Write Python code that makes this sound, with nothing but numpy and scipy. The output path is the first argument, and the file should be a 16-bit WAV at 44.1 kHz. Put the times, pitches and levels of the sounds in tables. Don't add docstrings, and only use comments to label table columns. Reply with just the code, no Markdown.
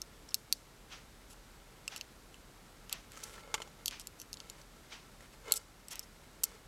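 import sys
import numpy as np
from scipy import signal
from scipy.fft import rfft, irfft
from scipy.io import wavfile
from scipy.ndimage import uniform_filter1d

SR = 44100
rng = np.random.default_rng(int(sys.argv[2]) if len(sys.argv) > 2 else 0)


def to_wav(s):
    ch = np.atleast_2d(s).T
    pcm = np.round(np.clip(ch, -1, 1) * 32767)
    wavfile.write(sys.argv[1], SR, pcm.astype(np.int16))


N = 294147
T = np.arange(N) / SR
TOP_HZ = 15900

# f/Hz, level/dB
AIR_SPECTRUM = [(44, -43), (75, 0.5), (161, 1.5), (192, -0.5), (252, -1.5), (276, -1.5), (308, -2.5),
                (369, -3.5), (441, -4.5), (676, -7.5), (1300, -9), (3040, -15.5), (3810, -15),
                (13400, -22.5), (16000, -35)]
# start/s, length/s, housing level/dB, skin hiss level/dB
GRIP_SHIFTS = [(3.097, 0.15, -62.5, -56.5), (3.198, 0.2, -58, -57.5), (3.389, 0.26, -58, -75),
               (3.745, 0.13, -63.5, -72), (4.364, 0.24, -65, -66.5), (5.182, 0.073, -65, -63.5),
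               (5.295, 0.04, -77, -62), (5.435, 0.15, -50.5, -57), (6.428, 0.14, -59.5, -63.5)]
# f/Hz, level/dB
SKIN_SPECTRUM = [(500, -16), (1500, 1.5), (4000, -1.5), (8000, -3.5), (12000, -16), (16000, -18)]
# f/Hz, width/Hz, level/dB
HOUSING_MODES = [(461, 53, 6.5), (563, 70, 2.5), (848, 130, -0.5), (1045, 200, -6.5), (1330, 36, 7.5),
                 (2120, 55, 3), (2520, 110, -17), (2980, 100, -1.5), (3480, 180, -3.5), (4520, 65, 2.5),
                 (6850, 380, 3), (7350, 150, -24.5)]
# t/s, level/dB, bass/dB and treble/dB (both against the 5 kHz region),
# pitch of the free wire f/Hz, gap to the rebound/s
JAW_CLICKS = [(0.0175, -34.5, -14, -12.5, 6100, 0.00075), (0.32, -55, 12, -22.0, 5640.0, 0.00032),
              (0.3436, -21.5, -9.5, -9.5, 4470, 0.00077), (0.5255, -19.0, -3.5, -9, 4650, 0.00049),
              (1.8786, -31.5, 10.5, -8.5, 2680, 0.00014), (1.9619, -38.5, 7, -3.5, 8000, 0.0007),
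              (2.011, -36.0, 5, -17, 6200, 0.00042), (2.343, -50.0, 15, -4, 7460.0, 0.00065),
              (2.8953, -42.5, 10, -5.5, 7460, 0.00059), (2.927, -28.5, 9, -0.5, 4120.0, 0.00086),
              (3.1195, -49.5, 0.0, -1, 8000.0, 0.00043), (3.8585, -28.5, -7.5, -8, 4620, 0.0003),
              (3.8806, -28.0, -0.5, -6.5, 3290.0, 0.00025), (3.9102, -43.0, 10.0, -6.0, 2340, 0.00057),
              (3.9972, -42.0, -3, -3, 3800, 0.00034), (4.0712, -38.5, -3.5, -2, 8050, 0.00043),
              (4.1996, -43.5, -7, -6, 6270.0, 0.00068), (4.216, -43, -1, -2.5, 6100, 0.00068),
              (4.33, -37.0, -8.5, -10, 5300, 0.00046), (4.3405, -43.0, -7, -12.0, 3500, 0.00075),
              (4.371, -47.5, -5, -22.0, 3750, 0.00024), (4.4023, -42.0, -3, -20, 3700, 0.00064),
              (4.4986, -40.5, -3, -6.0, 3720, 0.0007), (5.5099, -44, 4.0, -15, 4050.0, 0.00025),
              (5.5213, -15, -6.0, -2.0, 4190.0, 0.00028), (5.5386, -29.5, 5, 4, 3520.0, 0.00052),
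              (5.8838, -42.5, -7, -1.0, 4190.0, 0.00037), (5.912, -47, 15, 0.0, 5260.0, 0.00014),
              (5.9562, -41.5, -4, -1, 7460.0, 0.00034), (5.9936, -34.0, -18, -8, 6840.0, 0.00036),
              (6.4398, -22.5, -4, 3, 8200, 0.00016)]
WIRE_PARTIALS = [1, 1.9, 2.89]
# f/Hz, time to fall 60 dB/s,
# level/dB (before shorter rings are boosted and the contact adds its colour)
STEEL_MODES = [(1220, 0.014, -15.5), (2693, 0.0087, -2), (3117, 0.0079, -2.5), (3840, 0.0033, -1),
               (4510, 0.006, 0.5), (5430, 0.0057, 1), (6270, 0.0037, 2.5), (7060, 0.0096, -0.5),
               (7850, 0.0031, 6), (9390, 0.0043, 1), (10190, 0.0061, 3.5), (11380, 0.0076, 3.5),
               (13200, 0.0037, 4.5), (14800, 0.008, -4)]
CONTACT_REGIONS = [2700, 5000, 8700, 13000]
# t/s, length/s, level/dB, treble/dB, strongest ring f/Hz
JAW_SCRAPES = [(0.287, 0.0058, -49.5, -10, 5630), (0.304, 0.009, -55, -10, 5240),
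               (1.295, 0.043, -59, 1, 2740), (1.961, 0.021, -50.5, -4, 5600),
               (3.234, 0.0083, -41, -4, 5910), (3.213, 0.15, -63, 6, 5860), (3.867, 0.015, -47, -6, 4600),
               (3.999, 0.021, -52, -9, 8470), (4.183, 0.052, -61, 0, 6000), (4.614, 0.0038, -53, -12, 5900),
               (5.542, 0.016, -48, -3, 7600), (5.555, 0.024, -36.5, -1.5, 7830),
               (5.905, 0.032, -47, 0.5, 5900), (6.025, 0.022, -57.5, -6, 5250),
               (6.434, 0.0066, -27, 0.5, 7670), (6.442, 0.014, -45.5, -4, 12500)]
# f/Hz, level/dB
TICK_SPECTRUM = [(400, -12), (850, -3), (1700, -3), (2400, 0), (3300, -2), (4500, -5.5), (6100, -5.5),
                 (7300, -14), (12000, -29)]
# t/s, force as level/dB (crack and note are set from it),
# treble tilt/dB per octave, note of the spot that is hit f/Hz
HOUSING_KNOCKS = [(3.173, -47, 8, 1305), (3.380, -49, -4, 1760), (3.476, -54, -4, 556),
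                  (3.5416, -24.5, 1.5, 880), (3.5793, -45.5, -3, 1540), (3.6024, -46.5, 0, 656),
                  (3.619, -38.5, 1.5, 3120), (3.675, -55, 3, 820), (5.207, -54, 2, 1980),
                  (6.437, -45.5, -0.5, 1480)]
# f/Hz, level/dB
KNOCK_SPECTRUM = [(120, -38), (220, -20), (400, -14), (530, -21), (700, -27), (850, -8), (990, -9),
                  (1150, -5.5), (1450, -16.5), (2400, -10.5), (4200, -16.5), (7400, -18), (9000, -25),
                  (12000, -30), (15000, -53)]
# f/Hz, level/dB
ROOM_SPECTRUM = [(500, -3), (2000, -23), (3500, -3), (5500, 2), (8500, -4), (10500, -6), (15000, -21)]


def undb(db):
    return 10 ** (np.asarray(db) / 20)


def unit(x):
    return x / np.sqrt(np.mean(x ** 2))


def decay(t, t60):
    return np.exp(-np.log(1000) * t / t60)


def add(out, s, x):
    i = int(s * SR)
    out[i:i + len(x)] += x[:N - i]


def coloured(points, size, tilt_db=0):
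    octave = np.log2(np.fft.rfftfreq(size, 1 / SR) + 1)
    hz, db = np.transpose(points)
    shape_db = np.interp(octave, np.log2(hz), db) + tilt_db * octave
    return unit(irfft(rfft(rng.standard_normal(size)) * undb(shape_db), size))


def resonate(x, hz, width):
    return signal.lfilter(*signal.iirpeak(hz, hz / width, fs=SR), x)


def background(hum_hz=40, air_db=-59, hum_db=-64.5, rumble_db=-65.5, whine_hz=7810, whine_db=-82):
    air = coloured(AIR_SPECTRUM, N)
    hum = np.sqrt(2) * np.sin(2 * np.pi * hum_hz * T)
    rumble = coloured([(8, -48), (25, -4.0), (42, 0.5), (60, -1.5), (100, -15.0), (400, -76.0)], N)
    whine = unit(resonate(rng.standard_normal(N), whine_hz, 45))
    return undb(air_db) * air + undb(hum_db) * hum + undb(rumble_db) * rumble + undb(whine_db) * whine


def housing(x):
    return sum(undb(db) * resonate(x, hz, width) for hz, width, db in HOUSING_MODES)


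def stroke(start, length, attack_s=0.048, release_t60_s=0.12):
    rise = np.clip((T - start) / attack_s, 0, 1)
    return rise * decay(np.maximum(T - start - length, 0), release_t60_s)


def waver(db, length_s):
    wander = uniform_filter1d(rng.standard_normal(N), int(length_s * SR) + 1)
    return undb(db * unit(wander))


def rubbing(grain_db=1.5, grain_s=0.0037, catches_per_s=700, catch_db=5, crackle_db=-3,
            pressure_db=2.5, pressure_s=0.027, hold_db=-71.5):
    body_gain = hiss_gain = undb(hold_db)
    for start, length, body_db, hiss_db in GRIP_SHIFTS:
        move = stroke(start, length)
        body_gain = np.hypot(body_gain, undb(body_db) * move)
        hiss_gain = np.hypot(hiss_gain, undb(hiss_db) * move)
    grip = unit(waver(grain_db, grain_s) * waver(pressure_db, pressure_s))
    caught = rng.random(N) < catches_per_s / SR
    catches = caught * undb(catch_db * np.minimum(rng.exponential(size=N), 3))
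    ticks = unit(signal.fftconvolve(catches, np.hanning(32))[:N])
    friction = unit(grip + undb(crackle_db) * ticks)
    push = coloured([(300, -16), (450, -5.0), (800, -5.0), (2500, -3.5), (8000, -26)], N)
    body = unit(housing(friction * push))
    hiss = friction * coloured(SKIN_SPECTRUM, N)
    return body * body_gain + hiss * hiss_gain


def steel(low_db, high_db, top_db, pitches, ring_db=7, ring_t60=0.0068,
          contact_s=0.00018, edge_hz=1500, phase_spread=0.32):
    t = np.arange(1024) / SR
    hz, t60, db = np.transpose(STEEL_MODES)
    colour_db = np.interp(hz, CONTACT_REGIONS, [low_db, 0, high_db, top_db])
    gain = undb(db + colour_db) / np.sqrt(t60)
    phase = np.pi * np.arange(len(hz)) + phase_spread * rng.standard_normal(len(hz))
    modes = np.sin(2 * np.pi * np.outer(t, hz) + phase) * decay(t[:, None], t60)
    soft_start = 1 - np.exp(-(t / contact_s) ** 2)
    x = modes @ gain * soft_start
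    ring_width = np.log(1000) / (np.pi * ring_t60)
    x = x + undb(ring_db) * sum(resonate(x, pitch, ring_width) for pitch in pitches)
    x = signal.sosfilt(signal.butter(1, edge_hz, "high", fs=SR, output="sos"), x)
    return x / np.sqrt(np.sum(x ** 2))


def contact(db, bass_db, treble_db, pitches, top_slope=1.17, top_growth=0.28, top_offset_db=7, **ring):
    heard = [hz for hz in pitches if hz < TOP_HZ]
    top_db = top_slope * treble_db + top_growth * db + top_offset_db
    return steel(bass_db, treble_db, top_db, heard, **ring)


def clicks(rebound=0.61):
    out = np.zeros(N)
    span = .003 * SR
    for s, db, bass_db, treble_db, pitch, gap in JAW_CLICKS:
        slip = contact(db, bass_db, treble_db, pitch * np.array(WIRE_PARTIALS))
        bounce = np.pad(slip, (round(gap * SR), 0))[:len(slip)]
        snap = slip + rebound * bounce
        add(out, s, undb(db) * snap * np.sqrt(span / np.sum(snap ** 2)))
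    return out


def scrapes(slips_per_s=3500, scatter_db=4, bass_db=-7, fade_share=0.29):
    out = np.zeros(N)
    for s, length, db, treble_db, ring_hz in JAW_SCRAPES:
        n = int(length * SR)
        count = int(length * slips_per_s) + 2
        place, side, size = rng.standard_normal((count, 3)).T
        at = np.clip((np.arange(count) + .5 * place) * n / count, 0, n - 1).astype(int)
        slips = np.bincount(at, undb(scatter_db * size) * np.sign(side), n)
        slips = slips * signal.windows.tukey(n, fade_share)
        slip = contact(db, bass_db, treble_db, [ring_hz], ring_db=7.0, ring_t60=0.008)
        x = signal.fftconvolve(slips, slip)
        add(out, s, undb(db) * x * np.sqrt(n / np.sum(x ** 2)))
    return out


def clock(first_s=0.9255, period_s=1, level_db=-47, rise_s=0.014, t60=0.31):
    swell = np.zeros(N)
    for s in np.arange(first_s, T[-1], period_s):
        since = T - s
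        swell += np.exp(np.minimum(since / rise_s, -np.log(1000) * since / t60))
    return undb(level_db) * swell * coloured(TICK_SPECTRUM, N)


def knocks(shell_db=-3, crack_db=-1.5, crack_t60_s=0.039, spot_t60_s=.02,
           spot_db=-21, spot_growth=0.57, second_ratio=1.32, second_db=-7):
    out = np.zeros(N)
    t = np.arange(4096) / SR
    for s, db, tilt_db, spot_hz in HOUSING_KNOCKS:
        crack = coloured(KNOCK_SPECTRUM, len(t), tilt_db) * decay(t, crack_t60_s)
        turn = 2 * np.pi * spot_hz * t
        note = np.sin(turn) + undb(second_db) * np.sin(second_ratio * turn)
        spot = np.sqrt(2) * note * decay(t, spot_t60_s)
        add(out, s, undb(db + crack_db) * crack + undb(spot_db + spot_growth * db) * spot)
    return out + undb(shell_db) * housing(out)


def space(x, near_db=-13, near_t60=0.023, near_delay=0.0031, room_db=-26, room_t60=0.35):
    t = np.arange(2048) / SR
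    echoes = rng.standard_normal(len(t)) * decay(t, near_t60) * (t > near_delay)
    near = signal.fftconvolve(x, echoes / np.sqrt(np.sum(echoes ** 2)))[:N]
    keep = np.exp(-2 * np.log(1000) / (room_t60 * SR))
    stored = signal.lfilter([1 - keep], [1, -keep], x ** 2)
    tail = np.sqrt(stored) * coloured(ROOM_SPECTRUM, N)
    return x + undb(near_db) * near + undb(room_db) * tail


def scene():
    close_hits = space(clicks() + scrapes() + knocks())
    mono = background() + rubbing() + close_hits + clock()
    return np.array([mono, mono])


def record(dry, threshold_db=-17, duck=0.19, release_s=0.29):
    over_db = np.maximum(20 * np.log10(np.abs(dry[0]) + 1e-9) - threshold_db, 0)
    fade = np.exp(-T / release_s)
    held_db = np.maximum.accumulate(over_db / fade) * fade
    cut = signal.ellip(8, .2, 70, TOP_HZ, fs=SR, output="sos")
    return signal.sosfilt(cut, dry * undb(-duck * held_db))


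dry = scene()
out = record(dry)
to_wav(out)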